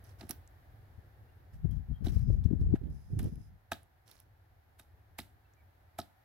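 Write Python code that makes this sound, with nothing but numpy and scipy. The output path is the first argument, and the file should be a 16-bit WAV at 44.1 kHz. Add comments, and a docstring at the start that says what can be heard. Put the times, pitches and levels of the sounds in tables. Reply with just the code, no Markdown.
"""Hatchet on bark, outdoors

A hatchet chips and pries the bark off a log slice at an outdoor campsite. Each blow is a burst of
crushed-bark noise over decaying modes of the slab; short tuned noise bursts make single snaps and
the woody knock in the hardest blows, and crumbs rustle as random ticks. Midway, gusts buffet the
microphone as turbulent noise and short low thumps at each port. A low distant rumble, diffuse air,
a thin high hiss and a few faint gliding bird notes lie beneath."""
import sys
import numpy as np
from scipy import signal
from scipy.fft import rfft, irfft
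from scipy.io import wavfile
from scipy.ndimage import uniform_filter1d

SR = 44100
rng = np.random.default_rng(int(sys.argv[2]) if len(sys.argv) > 2 else 0)


def bounce(signal):
    """Save signal as a 16-bit WAV file at the path given by the first command-line argument."""
    frames = np.transpose(np.atleast_2d(signal))
    limited = np.clip(frames, -1, 1)
    pcm = np.round(limited * 32767).astype(np.int16)
    wavfile.write(sys.argv[1], SR, pcm)


N = 275184
TIME = np.arange(N) / SR

# Levels in the tables are relative; most sources add a gain of their own.
# hatchet blows: time_s, knock_db, knock_tilt_db_per_octave, thud_db, crunch_db,
# crunch_tilt_db_per_octave, crunch_rise_s, right_over_left_db (crunch only)
BLOWS = [(0.2124, -49.5, 5, -47, -52, -2, 0.0043, 7.5), (.231, -53, 0, -41, -56.5, -4, 0.0082, 0),
         (.296, -47.5, 1, -39, -39, 7, 0.0015, 5), (0.3111, -53.5, 4, -51, -44.5, -1, 0.0036, 3.5),
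         (2.066, -41, -15, -28, -49.5, -2, 0.0074, 8), (2.759, -60.5, -1.5, -52, -52.5, -4, 0.0087, 3),
         (3.192, -50.5, 7, -50, -40.5, 1, 0.00088, 1), (3.7185, -28, 5, -39, -36, 0.5, 0.0014, 6),
         (4.797, -50.5, 10, -62, -49.5, 3.5, 0.0048, 3.5), (5.188, -39.5, -2, -41, -35, 2.5, 0.0023, 1),
         (5.988, -30, -4, -38.5, -37.5, 2, 0.0024, 1.5)]
# short tuned noise bursts, single snaps and the woody knock within the hardest blows:
# time_s, level_db, centre_hz, right_over_left_db
TUNED_BURSTS = [(.042, -52.5, 11100, 10), (0.2104, -53.5, 4200, 19), (.293, -35, 11060, 15),
                (.2955, -31.5, 11000, 5), (.3091, -26, 11300, 16.5), (0.315, -35.5, 11500, -7),
                (0.3116, -44.5, 5730, 17.5), (.476, -52, 7660, 9), (1.712, -53, 11500, 6),
                (2.0688, -45, 3570, 11), (2.084, -49, 3570, 5), (2.444, -65, 5540, 15),
                (2.902, -64, 11000, 14), (3.1909, -37.5, 9760, 5), (3.2305, -45, 10500, -1),
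                (3.2427, -45, 11300, -1), (3.357, -57.5, 10100, 17), (3.7186, -32.5, 1630, -3),
                (3.7319, -37, 3800, -3), (3.832, -54, 10700, 7), (4.078, -54, 10000, 6),
                (4.114, -44, 10500, 4), (4.115, -54, 4020, 10), (4.202, -43.5, 11600, 7),
                (5.189, -38, 2250, 3), (5.2012, -44, 4300, 11), (5.537, -64, 6860, 11),
                (5.99, -42.5, 1240, 5), (6.001, -41.5, 4350, 5), (6.016, -46.5, 4350, 0)]
# modes of the wooden slab: pitch_hz, level_db, t60_s
SLAB_MODES = [(610, -16, 0.042), (697, 3.5, 0.041), (856, -6.5, 0.048), (1259, -8, 0.047),
              (1514, -13, 0.017), (1920, -19, 0.025), (2430, -16.5, 0.022), (2667, -9, 0.013),
              (3810, -14.5, 0.024)]
# modes of the slab shoved against the ground: pitch_hz, level_db, t60_s
THUD_MODES = [(85.6, -1.5, 0.12), (137, -9.5, 0.18), (181, -3.5, 0.086), (235.7, -0.5, 0.081),
              (299.8, -3, 0.11), (373.4, -7, 0.087)]
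# the blade pries at the bark: start_s, length_s, rise_s, level_db
PRIES = [(.035, 0.083, 0.013, -60), (0.18, 0.12, .015, -59), (1.523, 0.027, 0.013, -65),
         (1.701, 0.069, 0.013, -68.5), (2.04, 0.058, .012, -50), (2.11, 0.11, 0.021, -56.5),
         (2.296, .05, 0.035, -65.5), (2.431, 0.014, 0.013, -61), (2.592, 0.022, 0.023, -64.5),
         (3.21, .07, .025, -58), (4.055, 0.16, 0.043, -56)]
# range of small-splinter pitches: low_hz, high_hz
SPLINTER_RANGE = (3670, 11800)
# spectrum of crushed bark: frequency_hz, density_db
CRUNCH_SPECTRUM = [(300, -2.5), (750, 11), (1020, -2), (1500, 7), (2600, -0.5), (3900, 1), (5500, -9.5),
                   (7500, 0), (10500, -1), (13500, 1.5), (16000, -18.5)]
# spectrum of crumbling bark: frequency_hz, density_db
CRUMB_SPECTRUM = [(500, 0.5), (1500, -1.5), (3500, -8), (5800, -4), (8000, -4.5), (11500, -2.5),
                  (16000, -5)]
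# microphone response at close range: frequency_hz, gain_db
PORT_RESPONSE = [(3000, -1.5), (4600, -3), (5600, 0.5), (6800, -7.5), (8500, -8.5), (10000, -7.5),
                 (11200, -5), (12600, -9), (16000, -10)]
# phase by which the left port trails: frequency_hz, lag_rad
LEFT_LAG = [(100, 0.29), (700, 0.12), (2000, 1), (4000, 0.99), (8000, 1), (12000, 0.8)]
# scatter from ground and trees: frequency_hz, t60_s
WOODS_DECAY = [(200, 0.24), (600, 0.34), (1500, 0.21), (4000, 0.21), (10000, 0.066), (16000, 0.28)]
# strength of that scattered tail: frequency_hz, gain_db
SCATTER_GAIN = [(150, 4.5), (350, -1.5), (750, -7), (1500, -4.5), (4000, -1.5), (7500, -3), (11500, -6.5),
                (15000, 4)]
# gusts on the microphone: start_s, length_s, left_db, right_db, eddy_share_db
GUSTS = [(1.625, .17, -28.5, -54, -24.5), (1.884, 0.034, -25.5, -44, -45), (2.003, .12, -27, -47, -17.5),
         (2.135, .29, -26, -37.5, -32), (2.264, 0.083, -25.5, -33.5, -17.5),
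         (2.437, 0.13, -27, -45.5, -16.5), (2.581, .16, -24.5, -29.5, -17), (2.804, 0.1, -48, -34, -10),
         (2.873, 0.1, -40, -61, -19), (3.094, 0.071, -39, -35, -13), (3.17, 0.1, -34.5, -31.5, -6.5),
         (3.301, 0.091, -39.5, -47, -12.5)]
# the light wind that carries the gusts: start_s, length_s, left_db, right_db, eddy_share_db
BREEZE = (1.52, 2.03, -47, -48, -28)
# short low thumps of wind, hard or soft, some made of two overlapping pulses:
# time_s, level_db, pitch_hz, left_over_right_db
WIND_PULSES = [(.988, -37, 84, 9), (1.652, -16, 142, 34), (1.916, -21.5, 70, 16.5), (2.168, -16, 89, 24),
               (2.304, -16, 81.4, 19), (2.459, -14, 99, 30), (2.513, -21, 286, 30), (2.535, -17.5, 231, 33),
               (2.707, -24, 73.5, 9.5), (2.731, -19.5, 147, 8.5), (2.7417, -14.5, 295, 18.5),
               (2.837, -32, 149, -9), (3.136, -25, 130, -8.5), (3.174, -24, 109, -5), (3.25, -24.5, 80, 13),
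               (3.328, -32, 156, 6.5)]
# spectrum of the slow pressure swings: frequency_hz, density_db
SWING_SPECTRUM = [(15, -34.5), (30, -12.5), (55, 1), (85, -4), (120, -6.5), (170, -11), (250, -26.5),
                  (400, -55), (700, -100)]
# spectrum of the smaller eddies: frequency_hz, density_db
EDDY_SPECTRUM = [(60, -50), (150, 5.5), (260, 3), (370, -4.5), (480, -16.5), (650, -23), (1000, -38),
                 (2000, -86)]
# far surroundings, before and after the wind: time_s, rumble_db, air_db
FAR = [
    [(0.0, -59.5, -74), (0.432, -59, -75), (1.45, -58, -77)],
    [(3.65, -67, -80.5), (5.18, -64, -79), (6.24, -69.5, -77.5)],
]
# spectrum of the far rumble: frequency_hz, density_db
RUMBLE_SPECTRUM = [(20, -23.5), (45, -6), (75, 1.5), (100, 3.5), (135, -11), (200, -22.5), (330, -22.5),
                   (600, -26), (1500, -89.5)]
# spectrum of the diffuse air: frequency_hz, density_db
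AIR_SPECTRUM = [(100, -10), (300, 0.5), (480, -4.5), (750, 7.5), (1100, -2.5), (1750, 0.5), (2600, -11.5),
                (4000, -13.5), (6000, -20), (8500, -25), (12000, -13.5), (16000, -17)]
# thin high hiss in two bands: start_s, length_s, lower_band_db, upper_band_db
HISSES = [(2.1, 0.24, -80.5, -91), (2.88, 0.578, -83, -83)]
# spectrum of the lower hiss band: frequency_hz, density_db
HISS_LOW_SPECTRUM = [(4700, -14.5), (5050, 8), (5400, -7.5), (6000, -1), (6700, -9.5), (7800, -26)]
# spectrum of the upper hiss band: frequency_hz, density_db
HISS_HIGH_SPECTRUM = [(7500, -5), (9200, -2), (10200, 6), (11400, 2), (12500, -4.5), (15000, -31)]
# distant bird notes: start_s, length_s, start_hz, end_hz, level_db
BIRDS = [(1.27, 0.047, 2750, 2820, -84), (1.693, 0.044, 3140, 3280, -74), (1.926, 0.06, 3163, 3260, -70),
         (5.432, 0.052, 2600, 2750, -79), (5.56, 0.069, 2430, 2150, -75.5)]

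BURST_LEAD_S = 0.003  # room for a tuned burst's onset before its peak
SPLINTER_GAP_S = 0.02
PRY_SAG_DB_PER_S, PRY_RELEASE_S = 72, 0.022  # the bark resists most at first, then gives way
GUST_ATTACK_S, GUST_RELEASE_S = 0.018, 0.021
GUST_SAG_DB_PER_S = 3  # a gust is strongest as it arrives
HISS_ATTACK_S, HISS_RELEASE_S = 0.051, 0.035
BIRD_TAIL_DB = -1.5
EDGE_HZ = 15950


def blows(knock_db=5, thud_db=3, crunch_db=1, crunch_fall_s=0.0049, grain_db=3,
          sink_s=0.00063, settle_db=-17, settle_s=0.043):
    """Impact excitation: the edge crushes bark, stops in wood that rings, and crumbs settle."""
    out, lead_s = np.zeros((2, N)), 0.03
    t = np.arange(8192) / SR - lead_s
    age = np.maximum(t, 0)
    for s, knock, tilt, thud, crunch, bright, rise_s, right_db in BLOWS:
        grains = rng.standard_normal((3, len(t))) * amp(grain_db * rng.standard_normal(len(t)))
        fall = np.exp(-age / crunch_fall_s) + amp(settle_db) * np.exp(-age / settle_s)
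        crush = np.exp(np.minimum(t, 0) / rise_s) * fall
        # one shared grain stream plus one of each port's own
        fibres = colour(grains[0] + grains[1:], CRUNCH_SPECTRUM, bright) * crush
        knock_ring = amp(knock + knock_db) * ring(SLAB_MODES, t, tilt)
        thud_ring = amp(thud + thud_db) * ring(THUD_MODES, t)
        wood = (1 - np.exp(-age / sink_s)) * (knock_ring + thud_ring)
        bark = amp(crunch + crunch_db) * fibres
        add(out, s - lead_s, bark * sides(right_db) + wood * sides(-0.9))
    return out


def ring(modes, t, tilt_db=0):
    """Modal superposition: damped sines from t = 0, tilted by so many dB an octave."""
    hz, db, t60 = np.transpose(modes)[:, :, None]
    size = amp(db + tilt_db * np.log2(hz / hz[0]))
    age = np.maximum(t, 0)
    # each blow lands on another spot, which shifts the modes a little
    detune = 1 + 0.012 * rng.standard_normal(hz.shape)
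    sign = (-1) ** np.arange(len(hz))[:, None]
    decay = amp(-60 * age / t60)
    partials = sign * size * decay * np.sin(2 * np.pi * hz * detune * age)
    return partials.sum(0) / np.linalg.norm(size)


def snaps_and_knocks(burst_db=3):
    """Impulsive resonance: single snaps, and the woody knock within the hardest blows."""
    out = np.zeros((2, N))
    for s, db, centre_hz, right_db in TUNED_BURSTS:
        add(out, s - BURST_LEAD_S, amp(db + burst_db) * tuned_burst(centre_hz) * sides(right_db))
    return out


def tuned_burst(centre_hz, cycles=8, octaves=0.19, skirt=0.16, rise_s=0.0003):
    """Damped resonance: noise about a centre pitch dies in a few cycles, so lower bursts last longer."""
    hz, t = np.fft.rfftfreq(1024, 1 / SR), np.arange(1024) / SR - BURST_LEAD_S
    resonance = np.exp(-0.5 * (np.log2((hz + 1) / centre_hz) / octaves) ** 2)
    shape = resonance + skirt * hz / (hz + 1500)
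    burst = np.exp(np.where(t < 0, t / rise_s, -t * centre_hz / cycles))
    tuned = irfft(rfft(rng.standard_normal(len(t))) * shape)
    return unit(tuned * burst) * np.sqrt(np.mean(burst ** 2))


def splintering(blow_db=-9, spray_s=0.04, blow_fade_db_per_s=420, pry_db=-1):
    """Fracture cascade: bark splinters briefly after each blow, and all along each pry."""
    out = np.zeros((2, N))
    for s, _, _, _, crunch, *_ in BLOWS:
        out += splinters(s, spray_s, crunch + blow_db, blow_fade_db_per_s, count=4)
    for s, length, rise_s, db in PRIES:
        count = int(length / SPLINTER_GAP_S) + 1
        out += splinters(s + rise_s / 2, length, db + pry_db, PRY_SAG_DB_PER_S, count)
    return out


def splinters(start, length, db, fade_db_per_s, count, spread_db=3, right_db=8):
    """Stochastic emission: small flakes at random moments and pitches, on the whole growing weaker."""
    out, (low_hz, high_hz) = np.zeros((2, N)), SPLINTER_RANGE
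    for k, (when, pitch, size) in enumerate(rng.random((count, 3))):
        age = length * (k + when) / count
        gain = amp(db - fade_db_per_s * age + spread_db * (2 * size - 1))
        centre_hz = low_hz * (high_hz / low_hz) ** pitch
        add(out, start + age - BURST_LEAD_S, gain * tuned_burst(centre_hz) * sides(right_db))
    return out


def crumbs(per_s=7000, crumb_db=-1, right_db=7):
    """Random granular noise: under each pry, bark crumbles in clumps of tiny ticks."""
    effort = sum(amp(db) * swell(s, length, rise_s, PRY_RELEASE_S, PRY_SAG_DB_PER_S)
                 for s, length, rise_s, db in PRIES)
    strikes = rng.random(N) < per_s / SR
    sizes = rng.standard_normal(N) + 2.1 * rng.standard_normal((2, N))  # shared + each port's own
    ticks = strikes * sizes * clumps(span_s=0.0044, depth_db=2.0)
    return amp(crumb_db) * colour(ticks, CRUMB_SPECTRUM) * effort * sides(right_db)


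def woods(x, build_s=0.004):
    """Diffuse scattering: ground and trees return a short noise tail, decaying by frequency."""
    hz, t, z = signal.stft(rng.standard_normal((2, SR // 2)), SR, nperseg=256)
    decay = amp(-60 * t / read(WOODS_DECAY, hz)[:, None])
    tail = signal.istft(z * decay * (1 - np.exp(-t / build_s)), SR, nperseg=256)[1]
    tail = tail / np.linalg.norm(tail[0])
    return signal.fftconvolve(x.mean(0)[None], tail, axes=1)[:, :N]


def wind(buffet_db=-1, eddy_db=-1, lumpy=0.78, pulse_cycles=0.77, burst_s=0.0062,
         burst_db=-17, burst_db_per_octave=4):
    """Turbulent pressure at each port: swings shed smaller eddies, and quick pulses shed the most."""
    swings, eddies = turbulence(SWING_SPECTRUM), turbulence(EDDY_SPECTRUM, steady_s=0.027)
    swing_power, eddy_power = np.zeros((2, 2, N))
    for s, length, left, right, share in GUSTS + [BREEZE]:
        envelope = swell(s, length, GUST_ATTACK_S, GUST_RELEASE_S, GUST_SAG_DB_PER_S)
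        power = (amp([[left], [right]]) * envelope) ** 2
        swing_power += power
        eddy_power += power * amp(share) ** 2
    buffets = amp(buffet_db) * np.sqrt(swing_power) * swings
    shed = unit(eddies * (1 + lumpy * swings)) * clumps(span_s=0.014, depth_db=2.5)
    out = buffets + amp(eddy_db) * np.sqrt(eddy_power) * shed
    for s, db, hz, left_db in WIND_PULSES:
        t, facing = TIME - s, sides(-left_db)
        push = np.exp(-(t * hz / pulse_cycles) ** 2) * np.sin(2 * np.pi * hz * t)
        burst_gain = amp(burst_db + burst_db_per_octave * np.log2(hz / 100))
        burst = burst_gain * np.exp(-(t / burst_s) ** 2)
        out += amp(db) * facing / facing.max() * (push + burst * eddies)
    return out


def turbulence(spectrum, steady_s=0.066):
    """Short-term power normalisation: unrelated eddies at each port keep an even strength."""
    x = noise(spectrum)
    local_power = uniform_filter1d(x ** 2, max(int(steady_s * SR), 2), axis=1)
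    return x / np.sqrt(local_power + 0.011)


def hisses(right_db=14):
    """Band-limited noise: a thin, uneven hiss comes and goes."""
    low, high = noise(HISS_LOW_SPECTRUM), noise(HISS_HIGH_SPECTRUM)
    out = np.zeros((2, N))
    for s, length, low_db, high_db in HISSES:
        bands = amp(low_db) * low + amp(high_db) * high
        out += swell(s, length, HISS_ATTACK_S, HISS_RELEASE_S) * bands
    return out * clumps(span_s=0.029, depth_db=1.5) * sides(right_db)


def birds():
    """Frequency-gliding tones: short far whistles, their level fluttering, with a scattered tail."""
    out = np.zeros((2, N))
    for s, length, start_hz, end_hz, db in BIRDS:
        hz = np.linspace(start_hz, end_hz, int(length * SR))
        whistle = np.hanning(len(hz)) * np.sin(2 * np.pi * np.cumsum(hz) / SR)
        add(out, s, amp(db) * whistle * sides(3))
    out = out * clumps(span_s=0.0045, depth_db=3.5)
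    return out + amp(BIRD_TAIL_DB) * woods(out)


def surroundings(apart=0.35, rumble_db=2, air_db=7.5):
    """Spatial coherence: a far rumble nearly alike at both ports, under diffuse unrelated air."""
    rumble_level, air_level = curves(np.vstack(FAR))
    shared = noise(RUMBLE_SPECTRUM)[0]
    rumble = unit(shared + apart * noise(RUMBLE_SPECTRUM)) * clumps(span_s=0.083, depth_db=2.0)
    air = noise(AIR_SPECTRUM)
    return amp(rumble_level + rumble_db) * rumble + amp(air_level + air_db) * air


def amp(db):
    """Logarithmic level: decibels to amplitude gain."""
    return 10 ** (np.asarray(db) / 20)


def unit(x):
    """Power normalisation: scales to rms 1."""
    return x / np.sqrt(np.mean(x ** 2) + 1e-20)


def read(points, hz):
    """Log-frequency interpolation of a spectrum table."""
    f, value = np.transpose(points)
    return np.interp(np.log(hz + 1), np.log(f), value)


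def curves(rows):
    """Linear interpolation in time of each column, at every sample."""
    s, *columns = np.transpose(rows)
    return [np.interp(TIME, s, c) for c in columns]


def filtered(x, spectrum, tilt_db=0):
    """Zero-phase filtering by a spectrum table, tilted by so many dB an octave above 1 kHz."""
    size = x.shape[-1]
    hz = np.fft.rfftfreq(size, 1 / SR)
    tilt = tilt_db * np.log2(np.maximum(hz / 1000, 1))
    return irfft(rfft(x) * amp(read(spectrum, hz) + tilt), size)


def colour(x, spectrum, tilt_db=0):
    """Spectral shaping: filters x, at rms 1."""
    return unit(filtered(x, spectrum, tilt_db))


def noise(spectrum):
    """Incoherent sources: unrelated coloured noise for both ports."""
    return colour(rng.standard_normal((2, N)), spectrum)


def clumps(span_s, depth_db):
    """Random amplitude modulation: a gain that swells and sinks over the given span."""
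    drift = uniform_filter1d(rng.standard_normal(N), max(int(span_s * SR), 2))
    return unit(amp(depth_db * unit(drift)))


def swell(start, length, attack_s, release_s, sag_db_per_s=0):
    """Amplitude envelope: attack, sagging hold and release of one event, at every sample."""
    age = TIME - start
    attack = np.clip(age / attack_s, 0, 1)
    sag = amp(-sag_db_per_s * np.clip(age, 0, length))
    return attack * sag * np.exp(-np.clip((age - length) / release_s, 0, 20))


def sides(right_db):
    """Interchannel level difference, split evenly into left and right gains."""
    return amp(np.array([-right_db, right_db]) / 2).reshape(2, -1)


def add(mix, s, sound):
    """Linear superposition: mixes a stereo sound in at time s."""
    part = mix[:, max(round(s * SR), 0):][:, :sound.shape[1]]
    part += sound[:, :part.shape[1]]


def scene():
    """Interport phase: the work lies a little to the right, so it reaches the left port later."""
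    work = filtered(blows() + snaps_and_knocks() + splintering() + crumbs(), PORT_RESPONSE)
    lag = read(LEFT_LAG, np.fft.rfftfreq(N, 1 / SR))
    work[0] = irfft(rfft(work[0]) * np.exp(-1j * lag), N)
    tail = amp(-12.5) * filtered(woods(work), SCATTER_GAIN)
    return work + tail + wind() + surroundings() + hisses() + birds()


def record(dry):
    """Band limiting: a steep linear-phase low-pass removes the top of the spectrum."""
    lowpass = signal.firwin(511, EDGE_HZ, window=("kaiser", 9), fs=SR)
    return signal.oaconvolve(dry, lowpass[None], "same")


dry = scene()
out = record(dry)
bounce(out)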